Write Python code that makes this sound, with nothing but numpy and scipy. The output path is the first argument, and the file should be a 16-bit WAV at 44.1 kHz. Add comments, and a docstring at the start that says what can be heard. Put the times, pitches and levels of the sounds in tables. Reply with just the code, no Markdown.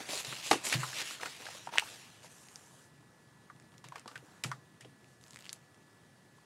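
"""In a quiet, damped studio, sheets of paper are shuffled, squared on a desk and slid aside;
later small things tick and knock on the desk. Rubbing, crackle and knocks are filtered noise,
taps are damped rings with cracks, snaps are brief pulses, and thumps are decaying desk modes.
One microphone on the desk feels the low thump, over ventilation noise and a few thin equipment
tones; both channels carry the same signal."""
import sys
import numpy as np
from scipy import signal
from scipy.fft import rfft, irfft
from scipy.io import wavfile
from scipy.ndimage import uniform_filter1d

SR = 44100
rng = np.random.default_rng(int(sys.argv[2]) if len(sys.argv) > 2 else 0)


def dump_mix(stems):
    """Bounce the given channels to the path in sys.argv[1] as a 16-bit WAV at rate SR."""
    frames = np.atleast_2d(stems).T  # one column per channel
    limited = np.clip(frames, -1, 1)  # hard clip at full scale
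    pcm = np.round(limited * 32767).astype(np.int16)
    wavfile.write(sys.argv[1], SR, pcm)


N = 284797  # length [samples]


def gain_of(db):
    """Level law: 20 dB is a factor of ten in amplitude."""
    return 10 ** (np.asarray(db) / 20)


def evened(x):
    """Normalization of x to unit rms amplitude."""
    return x / np.sqrt(np.mean(x ** 2) + 1e-20)


def coloured(x, points):
    """Linear filtering by a spectrum of (frequency [Hz], gain [dB]) points, joined over log frequency."""
    f, db = np.transpose(points)
    hz = np.fft.rfftfreq(len(x), 1 / SR)
    curve_db = np.interp(np.log(hz + 1), np.log(f + 1), db)
    return irfft(rfft(x) * gain_of(curve_db), len(x))


def around(hz, skirt_db):
    """Broad resonance: a hump of colour centred on hz."""
    return [(hz / 8, 2 * skirt_db), (hz / 2, skirt_db), (hz, 0), (hz * 1.33, skirt_db), (hz * 4, 3 * skirt_db)]


def add(mix, s, sound):
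    """Superposition: adds a sound to the mix from time s [s]."""
    part = mix[round(s * SR):][:len(sound)]
    part += sound[:len(part)]


def patchy(x, patch_db, flicker_db):
    """Random modulation: drifting patches of colour and a flicker shared by all pitches."""
    z = signal.stft(x, nperseg=256, noverlap=192)[2]
    chance = rng.standard_normal(z.shape)
    across_pitch = uniform_filter1d(chance, size=3, axis=0)
    patches = evened(uniform_filter1d(across_pitch, size=36, axis=1))
    flicker = evened(uniform_filter1d(rng.standard_normal(z.shape[1]), size=5))
    varied = z * gain_of(patch_db * patches + flicker_db * flicker)
    return evened(signal.istft(varied, nperseg=256, noverlap=192)[1][:N])


def rubbing():
    """Stick-slip friction: fibres catch and slip thousands of times a second; each slip excites the sheet."""
    # colours of the scrape, the flutter of the sheet and the hiss of the fibres:
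    # (frequency [Hz], gain [dB])
    scrape = [(900, -38), (1800, 1), (2600, 4.5), (4000, 2), (6000, -6), (8000, -26)]
    flutter = [(150, -16), (350, -3), (900, 1), (1600, -2), (2500, -30.5)]
    fibres = [(3500, -27.5), (5200, -5.5), (7000, 2.5), (9000, -2), (11500, -6.5), (14000, -27),
              (17000, -35.5)]
    # strokes of sheet on sheet, some over a long light contact: (start [s], length [s], rise [s],
    # scrape level [dB], flutter level [dB], hiss level [dB], change to the end [dB])
    strokes = [(0, 1.67, .01, -54, -57.5, -58.5, -5.5), (0, 0.057, 0.00092, -48.5, -50, -60, -14),
               (0.071, 0.13, 0.029, -48, -52, -48, 3.5), (0.239, 0.17, .03, -45.5, -59, -53, -5),
               (0.413, 0.081, 0.044, -44, -56.5, -46.5, 0), (0.502, 0.033, 0.0092, -60, -61, -37, -5),
               (0.631, 0.057, 0.022, -42, -46.5, -36.5, -3), (0.698, 0.047, .02, -40.5, -49, -45.5, 4.5),
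               (0.775, .15, 0.027, -46.5, -51.5, -50.5, -3.5), (0.911, 0.1, .06, -43, -55, -51, 3.5),
               (1.033, 0.11, 0.027, -45.5, -59, -48.5, -3), (1.195, 0.072, 0.021, -51.5, -53, -58.5, 3.5),
               (1.281, 0.086, 0.016, -50.5, -71, -55.5, -5), (1.38, .13, 0.035, -53, -60, -60.5, -1),
               (1.515, 0.063, 0.026, -59, -60.5, -59, 0), (1.708, 0.1, 0.036, -47.5, -48.5, -57.5, -4.5),
               (1.794, 0.44, 0.044, -50.5, -57, -54, -17.5), (2.216, 0.051, 0.021, -59, -63.5, -62, -2),
               (2.262, 0.6, 0.061, -68.5, -65.5, -62.5, -5), (3.839, 0.032, 0.0076, -58, -61, -79, -6.5),
               (3.921, 0.052, 0.037, -68, -53.5, -82, -1.5), (4.064, .14, .02, -80, -62, -73, -2.5),
               (4.208, .2, 0.049, -74.5, -66.5, -74, -0.5), (4.443, 0.12, .02, -72, -56.5, -84, -8.5),
               (4.803, 0.015, .01, -58.5, -71, -77, -5), (5.047, 0.093, .04, -80, -76, -75, -2),
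               (5.196, 0.27, 0.035, -75, -69.5, -69.5, -6), (5.438, 0.13, 0.017, -67, -70, -70, -3)]
    slips_per_s, lift_db_per_s = 9000, 400  # a stroke dies away when the hand lifts

    sizes = gain_of(0.69 * np.minimum(rng.exponential(1, N), 6.0))
    slips = sizes * rng.standard_normal(N) * (rng.random(N) < slips_per_s / SR)
    slips = patchy(slips, patch_db=2.5, flicker_db=0.18)
    layers = np.array([evened(coloured(slips, colour)) for colour in (scrape, flutter, fibres)])
    t, power = np.arange(N) / SR, np.zeros(layers.shape)
    for start, length, rise, *levels_db, change_db in strokes:
        at = slice(round(start * SR), round((start + length) * SR) + SR // 4)
        since = t[at] - start
        change = change_db * np.minimum(since / length, 1)
        lift = lift_db_per_s * np.maximum(since - length, 0)
        shape = np.clip(since / max(rise, .001), 0, 1) * gain_of(change - lift)
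        power[:, at] += (gain_of(levels_db)[:, None] * shape) ** 2  # overlapping strokes add in power
    return (np.sqrt(power) * layers).sum(axis=0)


def air():
    """Stationary background: broadband ventilation noise, a fuzzy high whine and thin steady sinusoids."""
    # ventilation spectrum: (frequency [Hz], relative level per Hz [dB])
    ventilation = [(15, -67.5), (25, -40), (74, -11.5), (130, -0.5), (212, -6.5), (363, -11), (575, -16),
                   (659, -15.5), (775, -17), (887, -16), (1610, -20), (1740, -19.5), (2050, -24),
                   (9320, -30), (16000, -45)]
    # narrow band of the whine: (frequency [Hz], gain [dB])
    whine_band = [(9150, -46), (9330, -3), (9400, 0), (9450, -4.5), (9600, -42)]
    # steady equipment tones: (frequency [Hz], rms level [dB])
    steady_tones = [(1723, -74.5), (1938, -78)]
    ventilation_db, whine_db = -62, -86.5  # rms levels

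    noise = evened(coloured(rng.standard_normal(N), ventilation))
    whine = gain_of(whine_db) * evened(coloured(rng.standard_normal(N), whine_band))
    t, tones = np.arange(N) / SR, np.zeros(N)
    for hz, db in steady_tones:
        tones += gain_of(db) * np.sqrt(2) * np.sin(2 * np.pi * (hz * t + rng.random()))
    return gain_of(ventilation_db) * patchy(noise, patch_db=1.0, flicker_db=0.55) + tones + whine


def taps():
    """Impact excitation: each contact is a short unsteady ring and a dying crack of noise."""
    # taps and crumples: (time [s], ring level [dB], ring frequency [Hz], ring T60 [s],
    # crack level [dB], crack frequency [Hz])
    contacts = [(.004, -33, 720, 0.017, -45, 3190), (.089, -34, 2230, .024, -39, 3840),
                (0.132, -31.5, 635, 0.03, -32, 4580), (.247, -38.5, 950, .02, -29.5, 4070),
                (.324, -33.5, 1160, .039, -36, 2600), (.512, -6, 932, 0.022, -12.5, 2550),
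                (0.526, -23, 870, 0.035, -30, 3400), (.53, -18.5, 1270, 0.019, -24, 3780),
                (.542, -21, 796, 0.021, -37, 2530), (.553, -38, 595, .018, -47, 2620),
                (.667, -49, 1900, .022, -27, 2660), (.697, -37, 2150, .015, -28, 3800),
                (.725, -17, 2260, 0.014, -18.5, 2500), (0.738, -27, 2080, 0.027, -24.5, 2810),
                (.831, -26, 1165, 0.064, -35.5, 2600), (0.93, -31.5, 1620, 0.031, -38, 3040),
                (1.015, -34, 2060, .026, -28.5, 3230), (1.108, -34, 1290, .022, -35, 4170),
                (1.198, -37, 1290, 0.025, -49, 3780), (1.212, -34.5, 2130, .022, -40, 2650),
                (1.232, -28, 910, 0.027, -47, 2000), (1.257, -31, 1386, 0.039, -31.5, 2600),
                (1.454, -39.5, 633, 0.034, -37, 3600), (1.466, -28.5, 1590, 0.02, -44, 2790),
                (1.487, -26, 850, 0.011, -51, 3330), (1.549, -40.5, 620, 0.032, -40.5, 3580),
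                (1.672, -24.5, 950, .02, -46, 2560), (1.689, -36, 885, 0.039, -43.5, 2610),
                (1.725, -36, 996, .025, -52, 2646), (1.736, -31.5, 914, .035, -42, 3300),
                (1.755, -27.5, 900, 0.041, -38, 6980), (1.775, -18, 1745, 0.015, -37, 2600),
                (1.822, -31.5, 885, .048, -45, 2510), (2.243, -46.5, 980, .031, -62, 6280),
                (3.499, -39.5, 1163, 0.045, -61.5, 3220), (3.739, -52.5, 1140, 0.027, -58, 2510),
                (3.841, -38, 1080, 0.016, -44.5, 4730), (3.921, -33.5, 1003, 0.032, -49, 3370),
                (3.957, -34.5, 1100, .034, -38.5, 2380), (3.98, -55, 870, .017, -44, 2490),
                (4.058, -34, 855, 0.02, -53, 3640), (4.077, -41.5, 1266, 0.077, -38.5, 4730),
                (4.113, -43, 1090, 0.02, -49, 2590), (4.156, -34, 1515, 0.055, -40.5, 2780),
                (4.437, -24.5, 2180, 0.019, -26.5, 8400), (4.443, -30.5, 1213, .034, -29, 2600),
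                (4.515, -29, 1220, 0.068, -39.5, 5000), (4.808, -46.5, 2070, 0.042, -44.5, 7600),
                (4.847, -39.5, 710, 0.012, -50.5, 3000), (6.383, -50, 1060, .025, -66, 3240)]
    rise_s, crack_t60_s = 0.00093, 0.02
    settle_db, settle_t60_s = -16.5, 0.21  # level against the crack
    overtone, overtone_db = 1.45, -9  # a second, unrelated pitch: frequency ratio, level against the first

    t, out = np.arange(4096) / SR, np.zeros(N)
    chance = rng.standard_normal((len(contacts), 2, len(t)))
    onset = 1 - np.exp(-t / rise_s)
    for (s, ring_db, hz, ring_t60, crack_db, crack_hz), (noise, drift) in zip(contacts, chance):
        sway = evened(uniform_filter1d(drift, size=60))
        turns = np.cumsum(hz * (1 + 0.14 * sway)) / SR  # the pitch wanders by 14 % rms
        first = np.sin(2 * np.pi * turns)
        second = gain_of(overtone_db) * np.sin(2 * np.pi * overtone * turns)
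        ring_decay = gain_of(ring_db - 60 * t / max(ring_t60, .002))
        add(out, s, (first + second) * onset * ring_decay)
        crack = evened(coloured(noise, around(crack_hz, skirt_db=-5.0))) * onset
        add(out, s, crack * gain_of(crack_db - 60 * t / crack_t60_s))
        # the sheet keeps settling for a moment, in uneven bursts
        settling_db = crack_db + settle_db - 60 * t / settle_t60_s + 2.38 * sway
        add(out, s, crack * gain_of(settling_db))
    return out


def knocks():
    """Heavily damped impact: a low puff of noise that swells in a few milliseconds and dies."""
    # dull knocks of the stack or a hand: (time [s], level [dB])
    blows = [(.004, -40), (.089, -40.5), (.247, -50), (.324, -39), (.512, -20.5), (.527, -28),
             (.553, -29.5), (.667, -38.5), (.739, -35.5), (1.015, -47), (1.255, -50), (1.399, -48.5),
             (1.673, -53), (1.74, -49.5), (4.058, -44.5), (4.11, -48), (4.224, -47), (4.443, -44.5),
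             (4.846, -45)]
    # their colour: (frequency [Hz], gain [dB])
    dull = [(60, -47.5), (120, -27.5), (250, 3), (450, -1.5), (800, -17), (2500, -59)]
    rise_s, t60_s = 0.003, 0.072

    t, out = np.arange(4096) / SR, np.zeros(N)
    shape = (1 - np.exp(-t / rise_s)) * gain_of(-60 * t / t60_s)
    chance = rng.standard_normal((len(blows), len(t)))
    for (s, db), noise in zip(blows, chance):
        add(out, s, gain_of(db) * shape * evened(coloured(noise, dull)))
    return out


def room(x):
    """Reverberation: sparse reflections of random sign, each band dying at its own speed."""
    # decay of the room: (frequency [Hz], T60 [s])
    decay = [(200, 0.083), (1000, 0.069), (4000, 0.076), (12000, 0.097)]

    size = SR // 3
    echoes = np.zeros(size)
    at = np.arange(200, size - 20, 20)
    echoes[at + rng.integers(0, 20, len(at))] = rng.choice([-1., 1.], len(at))
    hz, t, z = signal.stft(echoes, SR, nperseg=256)
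    f, t60 = np.transpose(decay)
    dying = gain_of(-60 * t / np.interp(hz, f, t60)[:, None])
    tail = signal.istft(z * dying, SR, nperseg=256)[1]
    return signal.fftconvolve(x, tail / np.linalg.norm(tail))[:N]


def crackle():
    """Random point process: tiny creases give way while a sheet bends, swelling and fading."""
    # bouts of fine crackle: (start [s], end [s], mean rate [pops/s], base level [dB], frequency [Hz])
    bouts = [(0.058, .22, 300, -42, 4500), (0.269, .5, 248, -44, 3500), (.64, .76, 300, -42, 4000),
             (0.927, 1.15, 250, -53, 3000), (1.204, 1.3, 270, -33, 1800), (1.36, 1.6, 200, -67, 2200),
             (1.723, 1.828, 255, -42, 1500), (3.84, 4.2, 230, -66, 3000), (5.199, 5.53, 350, -61, 8000),
             (5.297, 5.55, 560, -57, 3000)]

    out = np.zeros(N)
    puff = np.exp(-np.arange(90) / 19.0)  # time constant 19 samples
    for start, end, per_s, db, hz in bouts:
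        size = round((end - start) * SR)
        sizes = gain_of(db + 7.1 * np.minimum(rng.exponential(1, SR // 2), 3.0))
        pops = sizes * (rng.random(SR // 2) < per_s / SR)
        puffs = np.convolve(pops, puff, "same") * rng.standard_normal(SR // 2)
        swell = signal.windows.tukey(size, .6)
        add(out, start, coloured(puffs, around(hz, skirt_db=-8.5))[:size] * swell)
    return out


def desk():
    """Modal vibration: the desk top swings up quickly and rings in its low modes."""
    # knocks that shake the desk top: (time [s], level [dB])
    thumps = [(0.279, -48), (0.507, -47.5), (0.752, -31.5), (1.426, -64), (1.583, -64), (3.553, -58.5),
              (3.616, -60.5), (3.742, -61), (3.854, -53), (4.161, -55), (4.454, -38.5), (4.847, -59.5)]
    # modes of the desk top: (frequency [Hz], relative level [dB], T60 [s])
    modes = [(128.9, 1, 0.38), (150.2, -1, 0.25), (204, -11, 0.21), (237, -14, 0.096), (337, -15, 0.24)]

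    t, out = np.arange(SR // 2) / SR, np.zeros(N)
    swing = sum(gain_of(db - 60 * t / t60) * np.sin(2 * np.pi * hz * t) for hz, db, t60 in modes)
    swing *= 1 - np.exp(-t / 0.0017)  # rise time constant [s]
    for s, db in thumps:
        add(out, s, gain_of(db) * swing)
    return coloured(out, [(40, -32.5), (105, 1.0)])  # the stand passes little below the first mode


def snaps():
    """Sudden release: a crease lets go in a cycle or two with a bright edge, then faint scattered noise."""
    # dry snaps and ticks: (time [s], level [dB], frequency [Hz], edge level against the snap [dB])
    releases = [(0.5542, -28, 2300, -14), (.729, -18.5, 2410, -16), (1.232, -26, 1860, -15),
                (1.7824, -7.5, 2860, -12.5), (1.7956, -14, 2920, -11), (2.4848, -49, 2200, 5),
                (2.5574, -32, 6170, -9.5), (3.5617, -51, 2370, -2.5), (3.5982, -50.5, 2100, 0),
                (3.6223, -54, 2150, -3), (3.719, -55.5, 3010, -2), (3.7798, -45, 5660, -4),
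                (3.8855, -44, 3190, 2), (3.9575, -41, 1880, -12), (3.995, -38.5, 7050, -13),
                (4.1767, -41.5, 2600, 0), (4.4378, -28.5, 5000, -6), (4.5148, -32, 1740, -5),
                (4.8475, -45, 2900, -17), (5.0432, -49, 2200, -5), (5.2111, -53, 3300, -2),
                (5.238, -42.5, 6270, -10), (5.2634, -53, 3480, -8), (5.2804, -48, 7300, -2),
                (5.307, -42, 6680, -6), (5.3322, -46, 3540, -2), (5.343, -44, 3700, -8),
                (5.359, -39.5, 2110, -2), (5.3703, -41, 2110, -3), (5.3887, -44, 2110, -4),
                (5.4066, -42, 3600, -5), (5.4224, -47, 2230, -4), (5.4542, -39.5, 3240, -8),
                (5.464, -36.5, 2630, -8), (5.4925, -27.5, 4700, -14), (5.499, -41, 6000, -5),
                (5.5287, -26.5, 9200, -4), (5.7443, -55.5, 2280, 4)]
    # colour of the edge: (frequency [Hz], gain [dB])
    bright = [(600, -31), (2000, 3), (4000, 2), (9000, 3), (12000, -18.5), (16000, -25)]
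    edge_t60_s, scatter_db, scatter_t60_s = 0.0068, -14.5, 0.015  # scatter level is against the snap

    t, out = np.arange(2048) / SR, np.zeros(N)
    chance = rng.standard_normal((len(releases), len(t)))
    for (s, db, hz, edge_db), noise in zip(releases, chance):
        pulse = -1.3 * np.sin(2 * np.pi * hz * t) * np.exp(-(t * hz / 0.95 - .6) ** 2)
        edge = gain_of(edge_db - 60 * t / edge_t60_s) * evened(coloured(noise, bright))
        scattered = evened(coloured(noise, around(hz, skirt_db=-14.0)))
        scatter = gain_of(scatter_db - 60 * t / scatter_t60_s) * scattered
        add(out, s + 0.001, gain_of(db) * (pulse + edge + scatter))  # begins 1 ms after the listed time
    return out


def scene():
    """Superposition of direct sound, reverberation, desk vibration and background in two equal channels."""
    # fingers and paper dull every tap and knock: (frequency [Hz], gain [dB])
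    soft_contact = [(60, -11.5), (300, -0.5), (8000, -1.5), (11000, -6), (16000, -26.5)]
    # a sheet radiates little bass: (frequency [Hz], gain [dB])
    thin_sheet = [(80, -38.5), (500, -2), (11000, -2), (16000, -11)]

    blows = coloured(taps() + knocks(), soft_contact)
    creases = coloured(snaps(), thin_sheet) + crackle()
    near = rubbing() + blows + creases
    mono = near + gain_of(-13.5) * room(near) + desk() + air()
    return np.array([mono, mono])


def record(dry):
    """Band limitation: the bass cut of the microphone, then a steep treble limit."""
    bass_cut_hz, treble_limit_hz = 70, 15800
    bass_cut = signal.butter(2, bass_cut_hz, "high", fs=SR, output="sos")
    cut = signal.sosfilt(bass_cut, dry)
    limit = signal.firwin(511, treble_limit_hz, window=("kaiser", 9), fs=SR)
    return signal.oaconvolve(cut, limit[None], "same")


dry = scene()
out = record(dry)
dump_mix(out)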